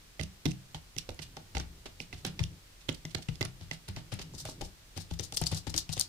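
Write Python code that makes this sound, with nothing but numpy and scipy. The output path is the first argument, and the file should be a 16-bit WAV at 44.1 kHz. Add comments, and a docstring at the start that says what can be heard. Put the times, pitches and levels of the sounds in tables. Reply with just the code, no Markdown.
"""In a quiet room, forearms shift on a cloth-covered wooden table: noise keeps its low modes murmuring.
Then fingertips drum unevenly from right to left: each landing rings a bank of board modes,
nails tick as short noise cracks through nail resonances, and pads scuff the weave as clumped noise.
From 4.3 s the fingers curl and slides sound finer; the last and loudest ticks come just after 6 s.
Feedback delays echo all contacts; two spaced microphones on the table hear place as level and delay."""
import sys
import numpy as np
from scipy import signal
from scipy.fft import rfft, irfft, next_fast_len
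from scipy.io import wavfile

SR = 44100
rng = np.random.default_rng(int(sys.argv[2]) if len(sys.argv) > 2 else 0)


def output_pcm(signal):
    """Save a mono or channel-first signal as 16-bit PCM at the path in sys.argv[1].

    Samples are clipped to [-1, 1] before scaling.
    """
    pcm = np.clip(np.atleast_2d(signal).T, -1, 1) * 32767
    wavfile.write(sys.argv[1], SR, np.round(pcm).astype(np.int16))


N = 268128   # samples


def from_db(db):
    """Decibel law: amplitude gain of a level."""
    return 10 ** (np.asarray(db) / 20)


def rms_one(x):
    """Power normalization: scaled to unit rms."""
    return x / np.sqrt(np.mean(x ** 2) + 1e-20)


def at_hz(points, hz):
    """Spectral interpolation: levels read on a log-frequency axis."""
    point_hz, value = np.array(points).T
    return np.interp(np.log(hz), np.log(point_hz), value)


# background spectrum: (frequency [Hz], relative density [dB per Hz])
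HUSH_SPECTRUM = [(20, -10), (45, 0), (65, -25), (93, -3.5), (140, -18), (300, -21), (500, -23.5),
                 (900, -25.5), (1900, -25), (4500, -24.5), (8000, -29), (12000, -34), (16000, -34)]
# left-right likeness of the background: (frequency [Hz], correlation [-1 to 1])
HUSH_LIKENESS = [(60, 1), (240, 0.45), (950, -0.013), (3770, -0.044), (15000, -0.045)]
HUSH_DB = -56


def hush():
    """Partial coherence: room rumble alike on both sides, under the microphones' own unlike hiss."""
    hz = np.maximum(np.fft.rfftfreq(N, 1 / SR), 10)
    mid, side = rfft(rng.standard_normal((2, N))) * from_db(at_hz(HUSH_SPECTRUM, hz))
    alike = np.clip(at_hz(HUSH_LIKENESS, hz), -1, 1)
    opposite = np.array([[1], [-1]])
    spectrum = np.sqrt(1 + alike) * mid + np.sqrt(1 - alike) * side * opposite
    return from_db(HUSH_DB) * rms_one(irfft(spectrum, N))


def ring(clicks, hz, t60):
    """Damped resonance: a unit click sets a sine of height 1 ringing."""
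    r, w = from_db(-60 / (t60 * SR)), 2 * np.pi * hz / SR
    return signal.lfilter([0, np.sin(w)], [1, -2 * r * np.cos(w), r * r], clicks + 1e-18)


# low modes of the table board: (frequency [Hz], relative level [dB], free t60 [s])
LOW_MODES = [(29.7, -1, 0.27), (44.7, -6.5, 0.28), (67.3, -4, 0.4), (92.7, -0.5, 0.25), (128.2, 2.5, 0.16),
             (129.9, -9, 0.48), (153.6, 3.5, 0.17), (167.6, -6, 0.37), (189.8, -9.5, 0.41),
             (227.4, -9.5, 0.12), (282.7, 6.5, 0.03), (317.6, -7.5, 0.14), (327.5, -3, 0.053)]
# forearms shifting on the board: (time [s], rumble level [dB])
ARM_RUMBLE = [(0.0, -67), (0.81, -83), (1.24, -60), (1.79, -60), (2.39, -55), (2.54, -50.5), (2.69, -79),
              (2.88, -63), (3.32, -50), (3.69, -62.5), (4.67, -48.5), (4.81, -70.5), (5.0, -58),
              (5.61, -50.5), (6.08, -64)]


def arms(lumpy_db=4, lumps_per_s=8):
    """Forced vibration: uneven pressure of the forearms keeps the low modes murmuring."""
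    s, db = np.transpose(ARM_RUMBLE)
    t = np.arange(N) / SR
    lumps = np.interp(t * lumps_per_s, np.arange(200), rng.standard_normal(200))
    push = rng.standard_normal(N) * from_db(lumpy_db * lumps)
    murmur = np.zeros(N)
    for k, (hz, mode_db, t60) in enumerate(LOW_MODES):
        murmur += (-1) ** k * from_db(mode_db) * ring(push, hz, t60)
    return from_db(np.interp(t, s, db)) * rms_one(murmur)


LAG_S_PER_DB = -.00004   # the far microphone hears it later


def sides(pan_db):
    """Level difference: left and right gains of mean one; positive pan lies left."""
    gain = from_db([pan_db / 2, -pan_db / 2])
    return gain / gain.mean()


def add(out, piece, s, pan_db):
    """Superposition: lays a two-channel piece down, panned, with the far side late."""
    for ch, (gain, way) in enumerate(zip(sides(pan_db), (1, -1))):
        at = max(round((s + way * LAG_S_PER_DB * pan_db / 2) * SR), 0)
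        out[ch, at:at + piece.shape[1]] += gain * piece[ch, :N - at]


# upper modes of the board: (frequency [Hz], relative level [dB], t60 [s])
UPPER_MODES = [(395, -1.5, 0.035), (471.5, -6, 0.088), (511, 1.5, 0.022), (630, -4, 0.057),
               (718, -0.5, 0.023), (791, -1, 0.053), (885, -0.5, 0.041), (1130, 2.5, 0.012),
               (1482, 1.5, 0.011)]
# finger landings: (time [s], knock drive [dB], upper mode favoured by the spot [Hz], pad thud drive [dB],
# boom drive [dB], centre of the boom [octaves above 100 Hz], place as left-over-right pan [dB])
LANDINGS = [(0.194, -35, 535, -35.5, -34.5, -0.26, -13), (0.208, -39, 560, -37, -39.5, 0.96, -9),
            (0.455, -45, 405, -23, -30.5, -0.53, -12.5), (0.462, -32, 420, -49, -26.5, 0.92, -9),
            (0.745, -37, 820, -45.5, -38, -0.66, -2.5), (0.963, -44.5, 409, -38.5, -43, 0.41, -9.5),
            (1.09, -29, 409, -40.5, -38.5, -0.95, -9), (1.105, -57, 764, -61, -63, -0.2, -1.5),
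            (1.191, -41.5, 409, -45, -46.5, .6, -9), (1.369, -37, 750, -47.5, -49.5, 0.89, -1.5),
            (1.549, -35, 504, -35.5, -33.5, -0.67, -6), (1.568, -28.5, 820, -47.5, -44.5, 0.61, -9),
            (1.598, -52, 818, -40, -38.5, -0.037, -3), (1.857, -37.5, 409, -46, -46.5, -0.63, -4),
            (2.001, -38.5, 409, -46.5, -43, 0.29, -8.5), (2.13, -48, 840, -46.5, -35, -0.69, -4.5),
            (2.248, -36, 400, -35.5, -36.5, 0.65, -5), (2.267, -54, 463, -55, -47, 0.52, -3),
            (2.392, -43, 571, -51, -31.5, -0.075, -4), (2.404, -44, 495, -48, -24, 0.034, -5),
            (2.889, -31, 415, -31, -36.5, 0.5, -12), (3.049, -45, 409, -45, -45, .6, 1),
            (3.148, -34, 543, -42.5, -32.5, -0.096, -10.5), (3.186, -44.5, 872, -47, -50, 0.76, -7),
            (3.286, -42.5, 409, -44, -32.5, -0.34, -1.5), (3.409, -28.5, 555, -33, -26, 0.1, -8.5),
            (3.425, -34.5, 905, -55, -40, 0.56, -3.5), (3.449, -49, 409, -51, -43, 0.18, -5),
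            (3.611, -50, 600, -49, -39, 0.09, 0.5), (3.711, -41, 883, -44.5, -36.5, .6, -2.5),
            (3.886, -45.5, 937, -48.5, -34, -0.37, 2.5), (3.968, -41.5, 635, -41.5, -39.5, 0.52, -2),
            (4.124, -38.5, 790, -68, -36, 0.21, 4), (4.134, -61, 721, -38.5, -45, 0.51, 2.5),
            (4.195, -37, 607, -50, -38, -0.61, -1.5), (4.211, -47, 409, -56, -47, 0.55, -1.5),
            (4.338, -43.5, 530, -47, -42.5, -0.11, 7), (4.452, -34, 613, -52, -39, -.6, 0),
            (4.487, -36.5, 930, -45.5, -50, -0.63, 0), (4.61, -34.5, 463, -45, -35, -1.15, 7),
            (4.62, -36, 764, -40.5, -48, 1, 3), (4.964, -45, 600, -47, -35, 0.06, 9),
            (4.976, -37, 935, -40.5, -43.5, 0.094, 11), (5.11, -42, 884, -38.5, -31.5, -0.11, 2),
            (5.195, -30.5, 405, -37.5, -36, 0.26, 14), (5.323, -40.5, 640, -45, -39, -0.46, 3),
            (5.415, -31.5, 910, -35.5, -28, 0.29, 7), (5.514, -37, 820, -39.5, -30.5, -0.042, 5.5),
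            (5.525, -35, 784, -40, -32, 0.047, 3), (5.669, -39, 780, -34, -31.5, -0.13, 10.5),
            (5.742, -36.5, 880, -34, -34.5, 0.053, 6.5), (5.892, -41.5, 790, -65, -33.5, -0.011, 9.5),
            (5.969, -35, 610, -39.5, -40, -0.044, 6.5)]
THUD_FROM_HZ = 210   # low modes above this follow the thud drive, those below the boom drive
# modes away from the centre of the boom, or from the spot's favoured one, are struck more weakly
BOOM_DB_PER_OCTAVE, SPOT_DB_PER_OCTAVE = 11.5, 5.5
BOOM_PAN_SHARE, BOOM_PAN_DB = 0.4, 5.5   # the boom leans left and follows the place only in part
KNOCK_PAN_SHARE = 0.71
SETTLE_PER_S = 0.036   # share of the free ring time lost as the hands settle on the board


def board(contact_hz=400, knock_contact_hz=1500, spread_db=3.5, apart_db=5.5, full_pan_hz=110,
          swell_cycles=0.23, boom_apart_db=3.5):
    """Modal excitation: a landing strikes all modes, neighbours in opposite sense so the boom swells.

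    The soft pad low-passes the blow."""
    low, clicks = np.zeros((2, N)), np.zeros((len(UPPER_MODES), 2, N))
    t = np.arange(SR // 3) / SR
    luck = rng.standard_normal((len(LANDINGS), 3, len(LOW_MODES) + len(UPPER_MODES)))
    for (s, knock_db, spot_hz, thud_db, boom_db, centre, pan_db), chance in zip(LANDINGS, luck):
        free = np.clip(1 - SETTLE_PER_S * s, .2, 1.5)
        knock_pan_db = KNOCK_PAN_SHARE * pan_db
        boom_pan_db = BOOM_PAN_DB + BOOM_PAN_SHARE * pan_db

        for k, (hz, mode_db, t60) in enumerate(LOW_MODES):
            if hz > THUD_FROM_HZ:
                drive_db, mode_pan_db = thud_db, knock_pan_db
            else:
                drive_db = boom_db - BOOM_DB_PER_OCTAVE * abs(np.log2(hz / 100) - centre)
                mode_pan_db = boom_pan_db * min(hz / full_pan_hz, 1)
            height = (-1) ** k * from_db(drive_db + mode_db + spread_db * chance[0, k])
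            decay = np.exp(-np.log(1000) * t / (t60 * free))
            swell = 1 - np.exp(-t * hz / swell_cycles)   # the pad sinks in over part of a cycle
            tone = height * decay * swell * np.sin(2 * np.pi * hz * t)
            add(low, tone * from_db(boom_apart_db * chance[1:, [k]]), s + 0.00094, mode_pan_db)

        for k, (hz, mode_db, t60) in enumerate(UPPER_MODES):
            level_db = knock_db - 5.5 + mode_db - SPOT_DB_PER_OCTAVE * abs(np.log2(hz / spot_hz))
            # each microphone sits on another part of the mode
            heard_db = level_db + apart_db * chance[1:, [-1 - k]]
            add(clicks[k], (-1) ** k * from_db(heard_db), s, knock_pan_db)

    knocks = sum(ring(c, hz, t60) for c, (hz, db, t60) in zip(clicks, UPPER_MODES))
    soft_low = signal.lfilter(*signal.butter(2, contact_hz, fs=SR), low)
    return soft_low + signal.lfilter(*signal.butter(1, knock_contact_hz, fs=SR), knocks)


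def place(s):
    """Localization: pan in dB of the nearest landing."""
    return min(LANDINGS, key=lambda landing: abs(landing[0] - s))[-1]


def fineness(hz, tilt_db, edge_hz=2200, edge_octaves_per_db=1.09, flat_hz=9000):
    """Contact scale: finer contact tilts the colour up about 5 kHz and raises its low edge."""
    low_edge_hz = edge_hz * 2 ** (edge_octaves_per_db * tilt_db)
    edge = 1 / np.sqrt(1 + (low_edge_hz / hz) ** 8)
    return edge * from_db(tilt_db * np.log2(np.minimum(hz, flat_hz) / 5000))


# resonances of nail and surface: (frequency [Hz], width [Hz], relative level [dB])
NAIL_MODES = [(2040, 107, -0.5), (2696, 270, 2), (3440, 470, 4), (4620, 450, 5), (5680, 910, 7.5),
              (7120, 630, 1), (9070, 570, -3), (11750, 16000, -29)]
# nail ticks, heard at the place of the nearest landing:
# (time [s], relative peak level [dB], brightness [dB per octave])
NAIL_TICKS = [(0.196, -24, -17), (0.212, -24.5, -9), (0.235, -27.5, 1), (0.4561, -19, -15),
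              (0.4637, -23, -9), (0.5118, -35, -4), (0.5169, -29.5, -3), (0.746, -26.5, -14.5),
              (0.9653, -31, -14), (0.9847, -17, 2), (1.1044, -36, -5), (1.1454, -41, 5.5),
              (1.1913, -29, -20), (1.3687, -33, -14), (1.5517, -29.5, -14), (1.5693, -20, -14.5),
              (1.5815, -27, 3), (1.5996, -25.5, -7), (1.8562, -44, -6), (2.0028, -21.5, -12),
              (2.128, -29, -20), (2.2502, -17.5, -17), (2.266, -25, 9), (2.3929, -19, -10.5),
              (2.4384, -20.5, -4.5), (2.8906, -19, -21), (2.9276, -36, 5), (3.0523, -23.5, -14.5),
              (3.097, -38.5, 1), (3.1485, -22, -16), (3.1844, -36.5, 3), (3.2869, -27.5, -12),
              (3.356, -34, -9), (3.4098, -19, -3), (3.414, -21, -28), (3.4274, -18.5, -5),
              (3.451, -24, 4.5), (3.612, -38, -7), (3.7126, -20, -8), (3.8866, -31.5, 5),
              (3.9637, -30, -6.5), (4.122, -43, -6), (4.125, -35, 7), (4.14, -28.5, 5), (4.1938, -25, -5.5),
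              (4.337, -39, 4), (4.3506, -35, -2), (4.4528, -30, 8), (4.6113, -56, 2), (4.967, -37, 0),
              (4.9764, -25, 2), (5.1118, -31, -2), (5.1395, -35.5, -5), (5.1908, -27.5, 4),
              (5.197, -19.5, 3.5), (5.2087, -30, 11), (5.324, -25, -1), (5.365, -23, 11),
              (5.372, -15.5, -4), (5.4152, -20.5, 5), (5.4385, -19.5, 1.5), (5.468, -15.5, 3),
              (5.5155, -28, 7), (5.5466, -27, 4), (5.571, -42, 6.5), (5.668, -43, 5), (5.7419, -20, -7),
              (5.7784, -17.5, 3.5), (5.8921, -23, 2.5), (5.9677, -28, 3), (5.978, -23, -2),
              (5.9967, -10, 4), (6.0112, -10, 4)]


def ticks(rise_ms=0.51, fall_ms=0.67, alike=0.37, spread_db=4.5, crest_db=-1):
    """Impulse response: a millisecond crack that rings briefly in nail and surface."""
    out, ms = np.zeros((2, N)), np.arange(1024) / SR * 1000
    shape = (1 - np.exp(-ms / rise_ms)) * np.exp(-ms / fall_ms)
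    hz = np.fft.rfftfreq(len(ms), 1 / SR)
    for s, db, tilt_db in NAIL_TICKS:
        both, left, right = rng.standard_normal((3, len(ms))) * shape
        strength = from_db(spread_db * rng.standard_normal(len(NAIL_MODES)))
        response = np.zeros(len(hz), complex)
        for k, (mode_hz, width, mode_db) in enumerate(NAIL_MODES):
            height = strength[k] * from_db(mode_db) * fineness(mode_hz, tilt_db, edge_hz=330)
            resonance = 1j * hz * width / (mode_hz ** 2 - hz ** 2 + 1j * hz * width)
            response += (-1) ** k * height * resonance
        noise = np.sqrt(alike) * both + np.sqrt(1 - alike) * np.array([left, right])
        crack = irfft(rfft(noise) * response)
        add(out, from_db(db + crest_db) * crack / np.abs(crack).max(), s - .0005, place(s))
    return out


# spectrum of the rubbed cloth: (frequency [Hz], relative density [dB per Hz])
WEAVE_SPECTRUM = [(500, -17.5), (1000, -17), (1600, -12), (2100, -8.5), (2900, -4.5), (4700, -3),
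                  (6500, -7.5), (9000, -11), (12000, -20.5), (14000, -21), (16000, -28.5)]


def woven(x, tilt_db, drag_db=-26):
    """Source filtering: colours an excitation with the cloth and the board's upper modes; rms 1."""
    hz = np.maximum(np.fft.rfftfreq(x.shape[1], 1 / SR), 20)
    colour = fineness(hz, tilt_db) * from_db(at_hz(WEAVE_SPECTRUM, hz))
    drag = np.zeros(len(hz))   # friction also shakes the board
    for mode_hz, db, t60 in UPPER_MODES:
        drag += from_db(db) / np.hypot(1, (hz - mode_hz) * t60 * 2 * np.pi / np.log(1000))
    return rms_one(irfft(rfft(x) * (colour + from_db(drag_db) * drag), x.shape[1]))


# pads scuffing the cloth, heard at the place of the nearest landing:
# (time [s], relative level [dB], rise from half height [ms], fall to half height [ms])
PAD_SCUFFS = [(0.1957, -43, 0.67, 14), (0.233, -43.5, 5.3, 5.7), (0.4565, -30, 1.4, 4.9),
              (0.488, -50, 11, 6.5), (0.5144, -48.5, 13, 4.9), (0.7479, -42.5, 1.6, 12),
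              (0.9838, -36.5, 3.1, 7.7), (1.0921, -37, 1, 3.8), (1.195, -47, 1.2, 5.8),
              (1.2284, -42, 7.7, 7.8), (1.3673, -44, 0.83, 8.7), (1.5508, -37.5, 0.99, 14),
              (1.5707, -43, 1.5, 17), (1.6005, -38.5, 2.9, 9.5), (1.858, -40.5, 0.49, 9.2),
              (2.0194, -49.5, 16, 12), (2.1288, -43.5, 0.52, 10.5), (2.191, -56.5, 29, 18),
              (2.2494, -34.5, 0.83, 8.2), (2.2679, -39, 8.1, 14.6), (2.3935, -39, 2, 11),
              (2.435, -44.5, 4.1, 8.2), (2.8142, -59, 7.5, 11), (2.89, -34.5, 2.7, 7.8),
              (2.947, -44.5, 3.3, 4.8), (3.052, -49.5, 0.8, 12), (3.1137, -51.5, 8.2, 6.1),
              (3.1495, -28.5, 1.55, 3.1), (3.227, -46, 5.4, 4.9), (3.2885, -40.5, 2.8, 6.1),
              (3.3557, -58, 21, 6.6), (3.4109, -36.5, 0.99, 9.6), (3.43, -40, 2.8, 3.4),
              (3.4557, -38, 5.8, 4.2), (3.614, -56, 6.2, 32), (3.6324, -56, 2.8, 6.2),
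              (3.7133, -45, 2.4, 18.3), (3.7363, -46, 6.5, 11), (3.8847, -42, 3.5, 11),
              (3.9655, -43.5, 2.9, 18.4), (4.1243, -40.5, 4.4, 19), (4.1907, -42.5, 1.1, 19),
              (4.219, -41.5, 4.6, 6.2), (4.3537, -49.5, 11, 8.4), (4.386, -45.5, 5.8, 12),
              (4.4071, -42, 20, 10.4), (4.4528, -41.5, 0.63, 20), (4.4952, -45, 9.5, 21),
              (4.6117, -36, 0.96, 7.5), (4.654, -48, 15, 13), (4.9789, -45, 12.3, 10),
              (5.0165, -47, 17, 9.8), (5.1124, -50.5, 7.7, 11), (5.1393, -51, 6.6, 7),
              (5.1965, -35.5, 1.7, 6.1), (5.2367, -40, 6.6, 12), (5.324, -40.5, 0.69, 4),
              (5.3483, -38.5, 7.9, 4.9), (5.3741, -25.5, 3.8, 5.3), (5.418, -37.5, 1.4, 14),
              (5.472, -31.5, 8.3, 6.8), (5.5192, -38, 3.6, 17), (5.5476, -38.5, 1.6, 8.6),
              (5.5795, -37.5, 14, 9.1), (5.67, -38, 1.3, 8.6), (5.6995, -39, 3.8, 6.5),
              (5.7418, -39.5, 1.7, 17), (5.764, -31, 1.4, 5.1), (5.7813, -26.5, 3.7, 8),
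              (5.895, -45.5, 0.65, 16), (5.9332, -32.5, 8.4, 6.4), (5.9743, -45, 9.4, 24),
              (6.01, -33, 12.5, 11.6)]
# from here the fingers curl: slides are finer and a landing dulls them less
CURL_FROM_S, CURLED_TILT, CURLED_SHARE = 4.3, 0.77, 0.61
SLIDE_TILT, LANDING_TILT = -0.19, -4   # free slide, and added under a landing finger [dB per octave]
LANDING_S = .008   # a scuff this near a landing counts as under it


def scuffs(grain_db=2.5, clump_db=2.5, clump_ms=1.5):
    """Stick-slip friction: threads catch and let go in a dense, clumped crackle that swells and dies."""
    before = 3072   # samples ahead of the crest
    out, ms = np.zeros((2, N)), (np.arange(8192) - before) / SR * 1000
    for s, db, rise_ms, fall_ms in PAD_SCUFFS:
        tilt_db, landing_share = (SLIDE_TILT, 1) if s < CURL_FROM_S else (CURLED_TILT, CURLED_SHARE)
        if min(abs(landing[0] - s) for landing in LANDINGS) < LANDING_S:
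            tilt_db += LANDING_TILT * landing_share
        grain = np.minimum(rng.exponential(1, len(ms)), 5)
        threads = rng.standard_normal((2, len(ms))) * from_db(grain_db * grain)
        lumps = np.interp((ms - ms[0]) / clump_ms, np.arange(400), rng.standard_normal(400))
        crackle = woven(threads * from_db(clump_db * lumps), tilt_db)
        rise = 2. ** -(ms / max(rise_ms, .3)) ** 2
        fall = 2. ** -(np.abs(ms) / max(fall_ms, 1)) ** 1.25
        add(out, from_db(db) * crackle * np.where(ms < 0, rise, fall), s - before / SR, place(s))
    return out


ROOM_T60_S, ROOM_DB = 0.21, -15   # ring time before the walls' treble loss
WALL_CUT_HZ = 8000
TICK_ROOM_DB = -4.5   # the small ticks reach the walls more weakly


def room(x, thin_hz=250):
    """Reverberation: sixteen feedback delays a side, duller on every round, then scattered.

    The close boom hardly reaches the walls."""
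    size = next_fast_len(N + SR // 2)
    w = 2 * np.pi * np.fft.rfftfreq(size, 1 / SR)
    dull = 1 / (1 + 1j * w / (2 * np.pi * WALL_CUT_HZ))
    walls = np.zeros((2, len(w)), complex)
    for k, lag in enumerate(rng.uniform(.008, 0.037, 32)):
        loop = from_db(-60 * lag / ROOM_T60_S) * dull * np.exp(-1j * w * lag)
        walls[k % 2] += (-1) ** (k // 2) * loop / (1 - loop)
    for lag in rng.uniform(0.00097, 0.0038, (2, 2, 1)):   # all-pass scattering
        late = np.exp(-1j * w * lag)
        walls *= (late - .6) / (1 - .6 * late)
    thin = 1j * w / (1j * w + 2 * np.pi * thin_hz)
    return irfft(rfft(x.mean(axis=0), size) * walls * thin, size)[:, :N]


def scene():
    """Superposition: table sounds with their echoes over the quiet floor."""
    taps, nails, slides = board(), ticks(), scuffs()
    echoes = from_db(ROOM_DB) * room(taps + from_db(TICK_ROOM_DB) * nails + slides)
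    return taps + nails + slides + echoes + arms() + hush()


def record(dry):
    """Band limiting: a steep low-pass takes the top down by 70 dB from 16.6 kHz."""
    return signal.sosfilt(signal.cheby2(12, 70, 16600, fs=SR, output="sos"), dry)


dry = scene()
out = record(dry)
output_pcm(out)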